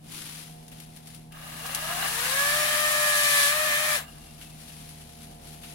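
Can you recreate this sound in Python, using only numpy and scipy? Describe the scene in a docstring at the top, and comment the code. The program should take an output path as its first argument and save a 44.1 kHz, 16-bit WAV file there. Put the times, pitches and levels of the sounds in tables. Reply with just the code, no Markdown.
"""A battery chainsaw in a yard, heard through two small microphone ports. First a step thuds, leaves rustle
and twigs snap as the saw is carried into a fallen tree. The motor winds up: links striking the sprocket
make a rising whine while the chain rattles and hisses. The cutters bite a branch and the load pulls the
pitch down. The brake stops the chain, which squeaks to rest, and the cut bough is dragged away through
the leaves. A distant engine hums throughout."""
import sys
import numpy as np
from scipy import signal
from scipy.fft import rfft, irfft
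from scipy.io import wavfile

SR = 44100
rng = np.random.default_rng(int(sys.argv[2]) if len(sys.argv) > 2 else 0)


def inscribe(sig):
    """Save sig as 16-bit PCM at rate SR to the path in sys.argv[1].

    A 1-D sig is mono; a 2-D sig holds one channel per row.
    Samples are clipped to [-1, 1] before scaling.
    """
    pcm = np.round(np.clip(np.atleast_2d(sig).T, -1, 1) * 32767)
    wavfile.write(sys.argv[1], SR, pcm.astype(np.int16))


N = 253134
T = np.arange(N) / SR
HZ = np.fft.rfftfreq(N, 1 / SR)
TEETH, LINKS_PER_PAIR = 6, 4  # links per sprocket turn, and per pair of cutters


# The trigger is squeezed slowly, held, then let go: (time [s], unloaded link rate [1/s])
THROTTLE = [(1.305, 88), (1.75, 282), (2.02, 381), (2.13, 444), (2.39, 560), (2.57, 601), (3.2, 603),
            (3.62, 614), (3.955, 610)]
def saw(jitter=0.0012, engage_s=0.018, brake_s=0.072, full_load_sag=19.5):
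    """Rotating machinery: one shaft, set by trigger, load and brake, times the whine, buzz and chain."""
    sag, chips_db = cutting()
    rattle_db, whine_db, ring_db = surges()
    engaged = 1 - np.exp(-since(THROTTLE[0][0]) / engage_s)
    braked = np.exp(-(since(THROTTLE[-1][0]) / brake_s) ** 1.5)
    free_rate = curve(THROTTLE) * engaged * braked
    speed = free_rate / free_rate.max()
    load = np.minimum(sag / full_load_sag, 1)
    shaft_hz = (free_rate - sag * speed) / TEETH * (1 + jitter * wander(13.7))
    turns = np.cumsum(shaft_hz) / SR
    tones = whine(shaft_hz, turns, speed, load, whine_db) + buzz(turns, speed, load)
    return tones + chain(turns, speed, rattle_db, ring_db, chips_db) + high_tones()


# Bites into the wood: (start [s], deepest [s], sag in link rate [1/s], added hiss [dB])
CUTS = [(2.85, 3.451, 42, 6), (3.627, 3.709, 38, 0), (3.848, 3.923, 13.6, 2)]
def cutting(break_free_s=0.1, inertia_s=0.03):
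    """Load and inertia: a deepening cut throws more chips and slows the chain with a first-order lag."""
    drag, chips_db = np.zeros(N), np.zeros(N)
    for start, deepest, sag, db in CUTS:
        depth = np.interp(T, [start, deepest, deepest + break_free_s], [0, 1, 0])
        drag += sag * depth ** 2
        chips_db += db * np.sin(np.pi / 2 * depth) ** 2  # levels off once the cutters are full
    keep = np.exp(-1 / (inertia_s * SR))
    return signal.lfilter([1 - keep], [1, -keep], drag), chips_db


# Brief surges: chain slaps during wind-up, then a swell of the whine at full speed:
# (centre [s], length [s], rattle change [dB], whine change [dB], bar ring change [dB])
SURGES = [(1.715, 0.11, 2.5, 2.5, 3.5), (1.898, 0.16, 2.5, 6.5, 5), (2.045, 0.083, 4.5, 3.5, 6),
          (2.846, 0.059, -1, 1.5, -7), (3.118, 0.42, -1.5, 3, -6)]
def surges():
    """Amplitude modulation: rattle, whine and bar ring each change level along a brief bell curve."""
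    return sum(np.outer(changes, np.exp(-(2 * (T - s) / length) ** 2)) for s, length, *changes in SURGES)


# Link-rate harmonics and sidebands of the uneven sprocket, then tones of the cutters in the wood:
# (frequency / shaft rate [1], relative level [dB], left minus right [dB])
LINK_ORDERS = [(6, -41.5, 9.5), (7.02, -57, 11), (8.1, -61, 18), (8.94, -60, 13), (10.4, -61, 11),
               (11, -57.5, 23), (11.99, -39, 4.5), (12.99, -47, -11), (13.8, -59.5, 21),
               (17.024, -49.5, -14.5), (18.02, -41.5, -14.5), (19, -51, 19), (20.5, -47, -2),
               (23.5, -60, 17), (24.03, -42.5, 12.5), (25.8, -54, 20), (31.1, -43.5, 6)]
CUTTER_ORDERS = [(20.94, -37, -5), (24.1, -48, 13), (25.5, -39, 5.5), (35.9, -40, 2), (41.9, -51, 4)]
def whine(shaft_hz, turns, speed, load, surge_db, loaded_db=-3.5):
    """Periodic impacts give a line spectrum: sidebands grow with speed, cutter tones with load."""
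    flutter = 0.12 + 0.49 * (1 - speed)  # a slow chain hangs loose and strikes unevenly
    links = np.zeros((2, N))
    for row in LINK_ORDERS:
        is_sideband = round(row[0]) % TEETH != 0
        whip = speed ** 0.8 if is_sideband else 1
        damping = amp(loaded_db * load * TEETH / row[0])  # load damps the lowest tones most
        links += partial(row, shaft_hz, turns, flutter) * damping * whip
    cutters = sum(partial(row, shaft_hz, turns, flutter) for row in CUTTER_ORDERS)
    taut, loose = amp(-0.5) * speed ** 5.2, amp(-9) * speed ** 2  # tones ring out only near full speed
    return np.hypot(taut, loose) * (links * amp(surge_db) + cutters * load)


# Modes of the housing: (frequency [Hz], bandwidth [Hz], gain [dB])
HOUSING_MODES = [(671, 190, 0), (1147, 61, 0), (1697, 142, 8.5)]
def partial(row, shaft_hz, turns, flutter, port_delay_s=0.0002, drift_db=0.82):
    """Forced resonance: a shaft order swells as it sweeps through a mode of the housing."""
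    order, db, side_db = row
    hz = order * shaft_hz
    body = 1 + peaks(HOUSING_MODES, hz)
    body /= 1 + np.exp((420 - hz) / 40)  # the small shell radiates little bass
    unrest = np.sqrt(order / TEETH)  # chain slap roughens the higher orders most
    shake = flutter * unrest
    level = np.sqrt(2) * amp(db + drift_db * unrest * wander(5.6)) * body * (1 + shake * wander(26))
    phase = 2 * np.pi * order * turns + 0.45 * shake * wander(37.2)
    return level * pan(side_db) * np.cos([phase, phase - 2 * np.pi * hz * port_delay_s])


def buzz(turns, speed, load, centre_hz=3400, width_octaves=2.2, bite_db=4):
    """Harmonic series of the passing cutter pairs: a dense, uneven comb that swells in the cut."""
    pair_turns, pair_hz = turns * TEETH / LINKS_PER_PAIR, THROTTLE[-1][1] / LINKS_PER_PAIR
    out = np.zeros((2, N))
    for k in range(14, 62):
        db = 3 * rng.standard_normal((2, 1)) - 10 * (np.log2(k * pair_hz / centre_hz) / width_octaves) ** 2
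        phase = 2 * np.pi * (k * pair_turns + rng.random((2, 1)))
        out += amp(db) * pan(spectrum(PORT_BALANCE, k * pair_hz)) * np.cos(phase)
    return np.sqrt(2) * out * speed ** 2.7 * amp(-59 + bite_db * load)


# Chain rattle, and hiss of teeth and chips: (frequency [Hz], relative spectral density [dB])
RATTLE_SPECTRUM = [(90, -45), (220, -12.5), (400, -17), (550, -10.5), (800, -6.5), (1100, 3.5), (1450, -2),
                   (1700, 5.5), (2200, 0), (2800, -1.5), (4000, -4.5), (7000, -24), (16000, -6)]
HISS_SPECTRUM = [(150, -45), (500, -42), (2000, -2), (3900, 2), (5000, -1), (7000, -2), (8500, -3),
                 (10000, -1), (11000, 0), (12500, -5), (16000, -13)]
# Modes of the guide bar: (frequency [Hz], bandwidth [Hz], gain [dB])
BAR_MODES = [(767, 300, -7), (1210, 160, -3.5), (1643, 114, -2.5), (2824, 154, -1)]
# Added port bias of rattle and bar: (frequency [Hz], left minus right [dB])
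SAW_BALANCE = [(350, -9), (600, 19.5), (850, 13.5), (1200, -0.5)]
# Reflections of the hiss from ground and trunk: (delay [s], gain [1])
REFLECTIONS = [(.0031, 0.31), (.0074, .27)]
def chain(turns, speed, rattle_db, ring_db, chips_db, sink_s=2.02):
    """Random impacts give noise: the bar rings, while rattle and hiss pulse with links and cutters."""
    link_phase = 2 * np.pi * TEETH * turns
    pulse = (1 + 0.074 * np.cos(link_phase)) * (1 + 0.07 * np.cos(link_phase / LINKS_PER_PAIR))
    side_db = spectrum(SAW_BALANCE)
    comb = 1 + sum(gain * np.exp(-2j * np.pi * HZ * delay) for delay, gain in REFLECTIONS)
    knocks = crackle(900, 2.3, 0.0027, 1.9) * pulse * amp(0.44 * wander(26.9))
    rattle = ports(knocks, amp(spectrum(RATTLE_SPECTRUM)), side_db)
    chips = crackle(1500, 2.0, 0.0018, 5.9) * pulse * amp(0.46 * wander(21.85))
    hiss = ports(chips, amp(spectrum(HISS_SPECTRUM)) * comb)
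    ring = ports(crackle(180, 1.4, 0.0058, 0.9), peaks(BAR_MODES), side_db)
    sunk_s = since(sink_s)  # all three fade as the bar sinks in among the branches
    rattle *= amp(-32 - 0.4 * sunk_s + rattle_db) * speed ** 1.4
    hiss *= amp(-28.5 - 2.06 * sunk_s + chips_db) * speed ** 1.79
    driven = amp(-39 - 5 * sunk_s + ring_db) * speed
    braked_s = since(THROTTLE[-1][0])
    free_decay = amp(-51.5 - 46 * braked_s) * (braked_s > 0)  # the bar rings on after the brake catches
    return rattle + hiss + ring * np.hypot(driven, free_decay)


# Brief high tones: overtones of the whine ringing out in the cuts, and chain squeaks:
# (centre [s], length [s], frequency [Hz], level [dB])
HIGH_TONES = [(2.61, 0.12, 5550, -41), (3.388, 0.07, 3480, -39), (3.9, .07, 2320, -31),
              (4.007, 0.14, 7450, -58), (4.083, 0.13, 2830, -60), (4.268, 0.19, 2770, -61),
              (4.5, 0.11, 2640, -61)]
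def high_tones(waver_hz=45, fall_per_s=0.156):
    """Random modulation of pitch and level roughens brief tones, each sinking a little in pitch."""
    waver = np.cumsum(waver_hz * wander(244.6)) / SR
    roughness = unit_rms(1 + 0.52 * wander(60))
    out = np.zeros(N)
    for s, length, hz, db in HIGH_TONES:
        swell = amp(db) * np.exp(-(2 * (T - s) / length) ** 4)
        cycles = hz * (T - fall_per_s * (T - s) ** 2 / 2) + waver
        out += swell * roughness * np.sin(2 * np.pi * cycles)
    return out


# Leaf noise: (frequency [Hz], relative spectral density [dB])
LEAF_SPECTRUM = [(200, 0), (700, -1), (1500, 0), (2800, 5), (4000, 4), (6000, 0), (8000, -2.5), (10000, 1),
                 (11000, 2), (12500, -3.5), (16000, -8)]
# Branches brushed on the way in, later dragged away: (time [s], hold [s], relative level [dB])
RUSTLES = [(0.044, 1.17, -61.5), (0.128, 0.078, -44.5), (0.224, 0.18, -46.5), (0.733, 0.093, -55.5),
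           (0.965, .01, -54.5), (1.072, 0.062, -55), (4.082, 1.246, -56), (4.418, .015, -54),
           (4.6, 0.27, -55), (5.0, .03, -57), (5.23, .01, -53), (5.452, .11, -52.5), (5.638, 0.076, -50)]
def leaves(rise_s=0.03, gain_db=2):
    """Incoherent sources add in power: each push sets leaves brushing in clumps of tiny ticks."""
    power = np.zeros(N)
    for s, hold, db in RUSTLES:
        fall_s = 0.016 + 0.46 * min(hold, 0.25)  # a longer push leaves them swinging longer
        swell = np.exp(-np.maximum(s - T, 0) / rise_s - since(s + hold) / fall_s)
        power += (amp(db + gain_db) * swell) ** 2
    return np.sqrt(power) * ports(crackle(450, 2.0, 0.0058, 1.0), amp(spectrum(LEAF_SPECTRUM)))


# Snapping twigs: (time [s], relative level [dB], 60 dB decay time [s], wood relative to crack [dB])
SNAPS = [(0.679, -36, 0.047, -22), (.716, -44.5, 0.13, -1), (0.8, -33, 0.046, -16), (0.962, -40, .1, -20),
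         (1.071, -34, 0.059, -24), (1.146, -36, 0.08, -24), (1.321, -41, 0.065, -0.5),
         (1.66, -28, 0.094, -20), (1.747, -17, 0.07, -27), (4.411, -39, 0.17, -2), (4.698, -44, .08, -0.5),
         (4.889, -37, 0.054, -12), (5.23, -40, 0.045, -13), (5.634, -46.5, .15, 6.5)]
# Modes of a twig: (frequency [Hz], bandwidth [Hz], gain [dB])
TWIG_MODES = [(1640, 800, -3), (2800, 990, 12)]
def twigs(rise_s=0.0012, crisp_hz=3500, gain_db=-7):
    """Impulsive excitation: a fracture gives a bright crack and a woody ring, decaying exponentially."""
    crisp = amp(spectrum(LEAF_SPECTRUM)) * HZ / (HZ + crisp_hz)
    crack = ports(crackle(1200, 0.98, 0.00055, 0.73), crisp)
    wood = ports(noise(), peaks(TWIG_MODES))
    out = np.zeros((2, N))
    for s, db, t60, wood_db in SNAPS:
        envelope = amp(db + gain_db - 60 * since(s) / t60) * (1 - np.exp(-since(s) / rise_s))
        out += envelope * (crack + amp(wood_db) * wood)
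    return out


def footstep(at_s=0.096, db=-51, t60_s=1, hz=286, width_hz=260):
    """Damped impact: a heavy step on soil gives a dull puff of low noise."""
    puff = ports(noise(), peaks([(hz, width_hz, 0)]) ** 2)
    return puff * amp(db - 60 * since(at_s) / t60_s) * (T >= at_s)


# Distant engine: (time [s], firing rate [Hz], gain [dB], overtone gain [dB])
HUM = [(0, 78.1, 0, -18), (.55, 79.15, 1, 4), (1.2, 78.84, 2.5, -2.5), (2.4, 78.64, 0, 7),
       (3.3, 77.5, -3.5, 9), (4.5, 77.32, -0.5, 2), (5.74, 77.6, -1, 9.5)]
# A lower drone that creeps up and beats against the hum: (time [s], fundamental [Hz], gain [dB])
DRONE = [(0, 29.2, -19), (.6, 29.14, -1), (2.0, 31.94, 11), (3.0, 35, 9), (5.0, 38.4, 8.5),
         (5.74, 37.37, 11)]
# Their harmonics: (harmonic number [1], base level [dB])
HUM_HARMONICS = [(1, -71), (2, -51), (3, -60), (4, -69.5), (5, -73.5), (6, -72), (7, -78.5), (8, -74),
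                 (9, -64.5), (10, -72), (11, -71.5), (13, -76)]
DRONE_HARMONICS = [(1, -70), (2, -67), (4, -69), (6, -76)]
def engine(track, harmonics, overtones_db=0, waver=0.00301, side_db=-5, right_delay_s=0.0004):
    """Periodic firing gives harmonics that fade in the air; higher ones favour the right port."""
    hz = curve(track)
    turns = np.cumsum(hz * (1 + waver * wander(3.08))) / SR
    lag = np.array([[0], [right_delay_s]]) * hz
    out = np.zeros((2, N))
    for k, db in harmonics:
        shaded = np.clip((k * hz - 200) / 250, 0, 1)  # bass diffracts round obstacles, overtones do not
        level = amp(db + shaded * overtones_db + wander(4.0)) * pan(shaded * side_db)
        out += level * np.cos(2 * np.pi * (k * (turns - lag) + rng.random()))
    return np.sqrt(2) * amp(curve(track, column=2)) * out


# Air of the yard: (frequency [Hz], relative spectral density [dB])
YARD_SPECTRUM = [(15, -26), (35, 3), (55, 2), (75, -14), (100, -1.5), (150, 0.5), (250, 0.5), (400, -11.5),
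                 (750, -6.5), (1200, -22), (3000, -22.5), (7000, -31), (10500, -28.5), (16000, -36)]
def yard_air(db=-55.5):
    """Ambient noise: a low, broad rush whose level wavers slightly."""
    return amp(db + 1.5 * wander(12)) * ports(noise(), amp(spectrum(YARD_SPECTRUM)))


# The two ports: (frequency [Hz], left minus right [dB]) and (frequency [Hz], correlation [1])
PORT_BALANCE = [(200, 1), (450, -0.5), (800, -5), (1300, -5.5), (1650, -2.5), (1950, 0.5), (2600, 1),
                (4400, 5), (7000, 8), (10500, 15.5), (12500, 7.5), (15000, -0.5)]
PORT_CORRELATION = [(60, 0.77), (150, 1), (300, 0.67), (650, -0.63), (1400, 0.3), (3100, -0.049),
                    (7000, 0.016)]
def ports(x, gain, side_db=0):
    """Partial coherence: two independent noises are filtered and shared; the ports' mean has rms 1."""
    left, other = rfft(x)
    shared = spectrum(PORT_CORRELATION)
    right = shared * left + np.sqrt(1 - shared ** 2) * other
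    pair = irfft(np.array([left, right]) * gain * pan(spectrum(PORT_BALANCE) + side_db), N)
    return pair / np.std(pair.mean(0))


def crackle(per_s, spread_db, ring_s, bed):
    """Shot noise: tiny bursts of uneven size over a bed of merged ones."""
    size = amp(spread_db * np.minimum(rng.exponential(1, N), 4)) * (rng.random(N) < per_s / SR)
    power = signal.lfilter([1], [1, -np.exp(-2 / (ring_s * SR))], size ** 2)
    return noise() * np.sqrt(power / power.mean() + bed)


def noise():
    """Independent white noise for two ports."""
    return rng.standard_normal((2, N))


def wander(cutoff_hz):
    """Low-passed random fluctuation of rms 1."""
    t = np.linspace(0, T[-1], num=4096)
    hz = np.fft.rfftfreq(len(t), t[1])
    slow = irfft(rfft(rng.standard_normal(len(t))) / (1 + (hz / cutoff_hz) ** 4))
    return np.interp(T, t, unit_rms(slow))


def peaks(modes, hz=HZ):
    """Summed gain of Lorentzian resonances."""
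    return sum(amp(db) / (1 + (2 * (hz - f) / width) ** 2) for f, width, db in modes)


def spectrum(points, hz=HZ):
    """A table interpolated on a log-frequency axis."""
    f, value = np.transpose(points)
    return np.interp(np.log(hz + 1), np.log(f), value)


def curve(rows, column=1):
    """One column of a timed table at every sample."""
    rows = np.array(rows)
    return np.interp(T, rows[:, 0], rows[:, column])


def since(s):
    """Seconds elapsed since a moment, 0 before it."""
    return np.maximum(T - s, 0)


def pan(db):
    """Left and right gains for a level difference."""
    return amp(np.array([db, -db]).reshape(2, -1) / 2)


def amp(db):
    return 10 ** (np.asarray(db) / 20)


def unit_rms(x):
    return x / np.sqrt(np.mean(x ** 2) + 1e-20)


def scene():
    """Superposition: saw, foliage and step add to the distant engine and the air of the yard."""
    air = yard_air()
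    hum = engine(HUM, HUM_HARMONICS, curve(HUM, column=3)) + engine(DRONE, DRONE_HARMONICS)
    return saw() + leaves() + twigs() + footstep() + hum + air


def record(dry, cutoff_hz=15900):
    """Band limiting: a linear-phase low-pass removes the highest treble."""
    lowpass = signal.firwin(701, cutoff_hz, window=("kaiser", 9), fs=SR)
    return signal.oaconvolve(dry, lowpass[None], "same")


dry = scene()
out = record(dry)
inscribe(out)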